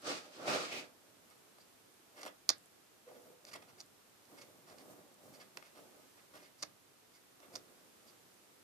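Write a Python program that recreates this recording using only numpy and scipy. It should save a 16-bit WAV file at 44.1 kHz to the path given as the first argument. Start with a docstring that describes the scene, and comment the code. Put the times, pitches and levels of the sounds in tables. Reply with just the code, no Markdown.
"""A small gouge works a lettered wooden board, heard close. First a hand wipes the board twice and taps it
near 0.45 s. From 1 s the edge is pushed along the grain in short strokes: the board murmurs, the steel
rasps, chips crack off in clusters of clicks, loudest at 2.5 s. The handle creaks at 3.1 s and the
strokes go on to about 8 s. Throughout, a small room answers over the microphones' own hiss."""
import sys
import numpy as np
from scipy import signal
from scipy.fft import rfft, irfft, next_fast_len
from scipy.io import wavfile
from scipy.ndimage import map_coordinates

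SR = 44100
rng = np.random.default_rng(int(sys.argv[2]) if len(sys.argv) > 2 else 0)


def int16_out(signal):
    """Quantize to a 16-bit WAV file."""
    q = np.round(np.clip(np.atleast_2d(signal).T, -1, 1) * 32767)
    wavfile.write(sys.argv[1], SR, q.astype(np.int16))


N = 380583

# modes of board, cutting edge, tool shank, flying splinter: centre_hz, width_hz, gain_db
BOARD_MODES = [(154, 94, -8), (236, 81, -4), (329, 57, -1), (485, 110, -1), (601, 200, -2),
               (803, 120, -4.5), (1262, 400, -9.5)]
EDGE_MODES = [(3520, 360, -7), (4646, 730, 6), (5220, 1080, 5), (5964, 600, 3), (6890, 500, -4.5)]
SHANK_MODES = [(1737, 830, -5), (2230, 170, 3), (2500, 300, -6), (3670, 620, -10)]
SPLINTER_MODES = [(8350, 1600, -2.5), (11350, 740, -4.5), (13620, 1000, -8)]
# stereo likeness of diffuse hiss: freq_hz, correlation
AIR_CORRELATION = [(60, 0.83), (240, 0.24), (950, 0.052), (3750, 0.027), (14900, 0.027)]
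# stereo balance of the hand: freq_hz, left_over_right_db
HAND_BALANCE = [(60, 1), (150, -1.5), (380, -4), (950, -1), (2370, 0.5), (5940, -4), (14900, 1)]


def amp(db):
    """dB to gain."""
    return 10 ** (np.asarray(db) / 20)


def unit(x):
    """Scale to rms 1."""
    return x / np.sqrt(np.mean(x ** 2) + 1e-20)


def along(points, hz):
    """Interpolate (freq_hz, value) points on a log axis."""
    freq_hz, values = np.transpose(points)
    return np.interp(np.log(hz + 1), np.log(freq_hz + 1), values)


def wobble(rate_hz):
    """Smooth random curve through rate_hz knots a second."""
    coarse = np.arange(0, N + 16, 16)
    knots = rng.standard_normal(int(N * rate_hz / SR) + 4)
    return np.interp(np.arange(N), coarse, map_coordinates(knots, [coarse * rate_hz / SR]))


def filtered(x, response):
    """Apply a complex frequency response."""
    size = next_fast_len(x.shape[-1] + SR // 2)
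    return irfft(rfft(x, size) * response(np.fft.rfftfreq(size, 1 / SR)), size)[..., :x.shape[-1]]


def body(modes):
    """Causal response of resonances (centre_hz, width_hz, gain_db), alternating in sign."""
    return lambda hz: sum((-1) ** k * amp(db) * 1j * hz * width / (centre**2 - hz**2 + 1j * hz * width)
                          for k, (centre, width, db) in enumerate(modes))


def high_pass(corner_hz):
    """Second-order high-pass response."""
    return lambda hz: (1j * hz / (corner_hz + 1j * hz)) ** 2


def brisk_board(hz):
    """Board response to a small quick contact, which hardly moves the lowest modes."""
    return body(BOARD_MODES)(hz) * high_pass(corner_hz=450)(hz)


def peak_one(response):
    """Scale a response so that one blow peaks at 1."""
    peak = np.abs(irfft(response(np.fft.rfftfreq(4096, 1 / SR)))).max()
    return lambda hz: response(hz) / peak


def grit(fine_db, clump_db, shape=()):
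    """Friction: noise of uneven grain size, in clumps."""
    size = amp(fine_db * rng.standard_normal(shape + (N,)) + clump_db * wobble(180))
    return unit(size * rng.standard_normal(shape + (N,)))


def contact(start_s, length_s, db, rise_db_s, fall_db_s, change_db=0):
    """Gain of one gesture: rise, hold drifting by change_db, fall."""
    t = np.arange(0, N, 16) / SR - start_s
    held_db = db + change_db * np.clip(t / length_s, 0, 1)
    fade_db = rise_db_s * np.clip(-t, 0, 1) + fall_db_s * np.clip(t - length_s, 0, 1)
    return np.repeat(amp(held_db - fade_db), 16, axis=-1)[..., :N]


def spread(pair, colour, correlation, balance):
    """Mix two unrelated noises to wide stereo of rms 1."""
    angle = lambda hz: np.arccos(np.clip(along(correlation, hz), -1, 1)) / 2
    mid, side = filtered(pair, lambda hz: colour(hz) * [np.cos(angle(hz)), np.sin(angle(hz))])
    stereo = np.array([mid + side, mid - side])
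    return unit(filtered(stereo, lambda hz: amp(along(balance, hz) * [[.5], [-.5]])))


def placed(x):
    """Direct sound and its bounce off the board meet differently at the two microphones."""
    # stereo balance at the tool: freq_hz, left_over_right_db
    balance = [(60, -16), (110, -1.5), (200, -8), (380, -0.5), (700, -2.5), (1280, -1), (2370, -1.5),
               (4370, -9.5), (8070, -3), (14900, 2.5)]
    # phase at the right microphone: freq_hz, lag_rad
    right_lag = [(1050, .4), (1720, 3.8), (2070, 4.2), (2750, 6.0), (3450, 7.8), (4130, 11.5), (4820, 12.2),
                 (5500, 12.0), (6900, 11.7), (9000, 13.0)]
    gain = lambda hz: amp(along(balance, hz) * [[.5], [-.5]])
    return filtered(x, lambda hz: gain(hz) * np.exp(-1j * along(right_lag, hz) * [[0], [1]]))


def hiss(level_db=-65):
    """Room air in the bass, microphone hiss above, faintly unsteady."""
    # noise floor: freq_hz, density_db
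    spectrum = [(26, -41), (44, -11.5), (53, -22.5), (106, -4.5), (156, -6.5), (199, -2.5), (349, -0.5),
                (882, -6.5), (1270, -7), (1880, -10), (13800, -15), (14900, -28.5)]
    colour = lambda hz: amp(along(spectrum, hz))
    steady = spread(rng.standard_normal((2, N)), colour, AIR_CORRELATION, balance=[(1000, -1.64)])
    return amp(level_db + 0.72 * wobble(1.5)) * steady


def room(x):
    """Small room: a noise tail whose treble dies first."""
    # reverberation: freq_hz, t60_s
    decay = [(300, 0.25), (2000, 0.19), (10000, 0.076)]
    hz, t, noise = signal.stft(rng.standard_normal((2, SR // 3)), SR, nperseg=256)
    tail = signal.istft(noise * amp(-60 * t / along(decay, hz)[:, None]), SR, nperseg=256)[1]
    delayed = np.pad(x, ((0, 0), (120, 0)))
    return signal.fftconvolve(delayed, tail / np.linalg.norm(tail[0]), axes=1)[:, :N]


def bench():
    """The bench shifts under the arm: dull lumps below the board's own notes."""
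    # shifts: start_s, held_s, level_db
    shifts = [(2.5, 0.013, -68.5), (3.5, 0.4, -73.5), (4.35, 0.6, -73), (5.29, 0.0068, -65),
              (5.4, 0.38, -83), (6.66, 0.01, -65.5), (7.579, 0.02, -73), (8.2, 0.085, -77)]
    dull = lambda hz: body([(125, 90, 0)])(hz) ** 2
    load = sum(contact(*row, rise_db_s=178, fall_db_s=152.5) for row in shifts)
    return load * amp(0.83 * wobble(14)) * unit(filtered(rng.standard_normal(N), dull))


def squeaks(pitch_hz=4700, width_hz=140):
    """A light drag lets the edge's lowest strong mode sing briefly."""
    # drags: start_s, held_s, level_db
    drags = [(1.607, 0.013, -70), (8.088, 0.012, -71.5)]
    drag = sum(contact(*row, rise_db_s=900, fall_db_s=900) for row in drags)
    return drag * unit(filtered(rng.standard_normal(N), body([(pitch_hz, width_hz, 0)])))


def creak(start_s=3.082, pitch_hz=488, width_hz=18):
    """Weight comes on the handle; slips excite one narrow mode: a first give, then a fainter creak."""
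    give = contact(start_s, length_s=0.035, db=-58, rise_db_s=802.5, fall_db_s=400)
    linger = contact(start_s, length_s=0.26, db=-67, rise_db_s=802.5, fall_db_s=400)
    friction = grit(fine_db=2.5, clump_db=4.0)
    return (give + linger) * unit(filtered(friction, body([(pitch_hz, width_hz, 0)])))


def ticks():
    """Dust and splinters: tiny dry ticks in the treble."""
    # ticks: time_s, peak_db
    specks = [(0.0204, -49), (1.3023, -52), (1.3798, -57), (1.9415, -54), (2.583, -48.5), (2.6594, -49.5),
              (3.2221, -54.5), (3.8624, -52), (5.1432, -51), (7.7004, -61), (8.3422, -53.5)]
    blows = np.zeros(N)
    for time_s, peak_db in specks:
        blows[round(time_s * SR)] = amp(peak_db)
    return filtered(blows, peak_one(body(SPLINTER_MODES[:2])))


def hand(wiping_s=1.5):
    """Skin slides over the grain: it drives the board, two small hollows of air and a broad hiss."""
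    # contacts of the hand: start_s, held_s, rise_db_s, palm_db, hollow_db, fingertips_db, skin_db
    passes = [(0.075, 0.031, 400, -41, -47, -53, -43.5), (0.14, 0.04, 300, -76, -62, -54.5, -54),
              (0.254, 0.007, 500, -62, -87, -68, -65), (0.335, 0.027, 600, -88, -85, -67, -62),
              (0.416, 0.036, 214, -48, -68, -81, -63), (0.48, 0.0768, 700, -37.5, -46, -44, -43),
              (0.6, 0.057, 298, -57, -51, -52.5, -51), (0.724, 0.068, 300, -49.5, -73, -46.5, -51.5)]
    # fade as the hand lifts: palm_db_s, hollow_db_s, fingertips_db_s, skin_db_s
    lifts = [188, 260, 340, 248]
    # skin hiss: freq_hz, density_db
    skin_spectrum = [(880, -45), (1500, -23.5), (1750, -2), (2480, -3), (3000, -0.5), (4690, 3.5),
                     (9280, -9), (14500, -50.5)]
    # stereo likeness of the hand: freq_hz, correlation
    correlation = [(60, 0.47), (180, 1), (540, 0.98), (1640, -0.37), (4950, 0.11), (14900, -0.32)]
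    hollow, fingertips = body([(1290, 260, 0)]), body([(2440, 490, 0)])
    skin = lambda hz: amp(along(skin_spectrum, hz))
    gains = sum(contact(start_s, held_s, np.c_[db], rise_db_s, np.c_[lifts])
                for start_s, held_s, rise_db_s, *db in passes)
    n = round(wiping_s * SR)
    wipe = np.zeros((2, N))
    for gain, colour in zip(gains, (body(BOARD_MODES), hollow, fingertips, skin)):
        friction = grit(fine_db=3.5, clump_db=-0.5, shape=(2,))[:, :n]
        wipe[:, :n] += gain[:n] * spread(friction, colour, correlation, HAND_BALANCE)
    return wipe


def strokes(dull_hz=700):
    """Slow pressure drives the board's low modes; dragging skin adds a faint hiss in step."""
    # the hand leaning into each stroke: start_s, length_s, level_db, change_db
    pushes = [(1.01, 0.75, -75, -8), (2.13, 0.14, -69, 13), (3.1, 0.22, -63.5, -1), (3.42, 0.14, -73.5, 13),
              (3.605, 0.22, -72, 1.5), (4.309, 0.34, -61, -8.5), (4.715, 0.19, -63.5, 0.5),
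              (4.903, 0.29, -62, -10.5), (5.236, 0.23, -60, -7), (5.577, 0.018, -59, -8),
              (5.772, 0.26, -63, -8.5), (6.344, 0.14, -62.5, -9.5), (6.632, 0.067, -64.5, -11),
              (7.425, 0.11, -64, -7.5), (7.558, 0.04, -57.5, -13), (7.617, 0.3, -71, -4),
              (8.063, 0.093, -66, -6)]
    push = sum(contact(*row, rise_db_s=450, fall_db_s=405, change_db=change) for *row, change in pushes)
    push *= amp(0.94 * wobble(35))
    drag = spread(rng.standard_normal((2, N)), high_pass(corner_hz=2900), AIR_CORRELATION, HAND_BALANCE)
    dull_board = lambda hz: body(BOARD_MODES)(hz) / (1 + 1j * hz / dull_hz)
    murmur = unit(filtered(grit(fine_db=1.0, clump_db=3.0), dull_board))
    return placed(push * murmur) + amp(-5.5) * push * drag


def slips():
    """The edge slips through fibres: one stream of fine grit shakes edge, shank and board together."""
    # slips: start_s, length_s, edge_db, shank_db, board_db
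    rasps = [(1.286, 0.06, -74, -76, -69), (1.595, 0.034, -72, -75, -85), (2.156, 0.054, -64, -63, -57),
             (2.204, 0.026, -59, -59, -63), (2.226, 0.023, -59, -54, -63),
             (2.254, 0.036, -59.5, -55.5, -49), (3.067, 0.041, -75, -77, -62.5),
             (3.139, 0.04, -76, -72, -72), (3.46, 0.049, -61, -63.5, -66), (3.512, 0.017, -61, -61, -67),
             (3.529, 0.019, -54, -52.5, -62), (3.548, 0.0212, -60, -58, -51),
             (3.617, 0.017, -69, -64.5, -64), (3.673, 0.041, -70.5, -73, -67),
             (3.778, 0.029, -65, -68, -68), (4.362, 0.046, -66.5, -69, -67),
             (4.401, 0.037, -63, -63.5, -75), (4.664, 0.071, -67, -72, -60),
             (4.768, 0.063, -67.5, -66.5, -77), (5.324, 0.053, -64.5, -66, -82.5),
             (5.394, 0.045, -61, -59.5, -65), (5.619, 0.084, -71, -68.5, -70.5),
             (5.741, 0.071, -71, -73.5, -63.5), (6.168, 0.043, -75, -70, -67),
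             (6.333, 0.053, -65, -65, -57.5), (6.362, 0.13, -69.5, -67.5, -75),
             (6.58, 0.052, -64.5, -73, -78), (7.135, 0.049, -68.5, -71, -81),
             (7.413, 0.0514, -79, -69, -66), (7.526, 0.035, -61.5, -66, -73), (8.06, 0.05, -67, -72, -88)]
    gains = np.zeros((3, N))
    for start_s, length_s, *db in rasps:
        swell = np.sqrt(np.hanning(round(length_s * SR)))
        gains[:, round(start_s * SR):][:, :len(swell)] += amp(np.c_[db]) * swell
    friction = grit(fine_db=0.0, clump_db=1.9)
    edge = lambda hz: body(EDGE_MODES)(hz) + amp(-7) * body(SPLINTER_MODES)(hz)
    parts = edge, body(SHANK_MODES), brisk_board
    return sum(gain * unit(filtered(friction, part)) for gain, part in zip(gains, parts))


def knocks_and_cracks(tail_s=0.0042, splinter_db=-14.5):
    """Sharp blows with a crackling tail: the hand taps the board near 0.45 s; later, chips crack off."""
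    # blows: time_s, edge_db, board_re_edge_db, shank_re_edge_db, left_over_right_db, tail_re_blow_db
    blows = [(0.431, -51, 9, -11, 0, -16), (0.4735, -55, 2, -6, -2, -14), (1.5844, -61.5, 11, -8, 0, -12),
             (2.211, -57, -3, -10, 0, -14), (2.223, -54, -15, -12, -2, -11),
             (2.2317, -38.5, -1.5, -18, -1, -10.5), (2.2522, -43.5, 6, -17.5, 0, -18.5),
             (2.263, -45, 12.5, -5, 1, -13), (2.277, -52, 7.5, -5, -3, -17.5),
             (2.4916, -8, -22, -21, 1.5, -15), (2.4977, -23.5, -11.5, -11, 8.5, -5.5),
             (2.5021, -20, -10, -26, -5.5, -13.5), (3.4512, -39, -24, -14.5, 8, -22),
             (3.5354, -65, -5, -18, 3, -14), (3.8005, -44.5, -30, -16, -1, -20),
             (3.8036, -39, -19, -16, 3, -6.5), (3.8114, -38.5, -33, -20, 8, -12.5),
             (4.2536, -57, -17, -14.5, -1, -14), (4.784, -50, -13, -5.5, 0, -8.5),
             (5.5719, -37, -2.5, -2.5, -2.5, -11), (5.6257, -55.5, 7, 4, 8, -13),
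             (6.6237, -40, -11.5, -24, -9, -2), (6.6272, -27.5, -15, -20.5, 11, -7),
             (6.633, -33.5, -5.5, -11, -10, -14), (7.4026, -56, 5, -14, -1, -16),
             (7.5542, -40, -9, -19, -12, -8), (7.5573, -32.5, -12, -19, 4, -5.5),
             (7.566, -38, -22, -17, 0, -11)]
    drives = np.zeros((4, 2, N + SR))  # part, channel, sample
    t = np.arange(SR // 20) / SR
    for time_s, edge_db, board_db, shank_db, left_db, tail_db in blows:
        crackle = (2 * rng.random(len(t)) - 1) * (rng.random(len(t)) < .2)  # in a cut: fibres tearing
        blow = amp(tail_db) * crackle * np.exp(-(t / tail_s) ** 4)
        blow[0] = 1
        gains = amp(edge_db + np.array([0, board_db, shank_db, splinter_db]))
        pan = amp(left_db * np.array([[.5], [-.5]]))
        drives[..., round(time_s * SR):][..., :len(t)] += gains[:, None, None] * pan * blow
    parts = body(EDGE_MODES), brisk_board, body(SHANK_MODES), body(SPLINTER_MODES)
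    return sum(filtered(drive[:, :N], peak_one(part)) for drive, part in zip(drives, parts))


def scene():
    """Hand and tool in the room."""
    rubbed = strokes() + placed(slips() + squeaks() + creak() + bench())
    struck = placed(knocks_and_cracks() + ticks())
    wipe = hand()
    return rubbed + struck + wipe + room(amp(-6.5) * rubbed + amp(-13.5) * struck + amp(-7.5) * wipe)


def record(dry):
    """The microphones lose the deep bass and add their hiss; nothing passes above top_hz."""
    top_hz = 14920
    return filtered(filtered(dry, high_pass(corner_hz=110)) + hiss(), lambda hz: hz < top_hz)


dry = scene()
out = record(dry)
int16_out(out)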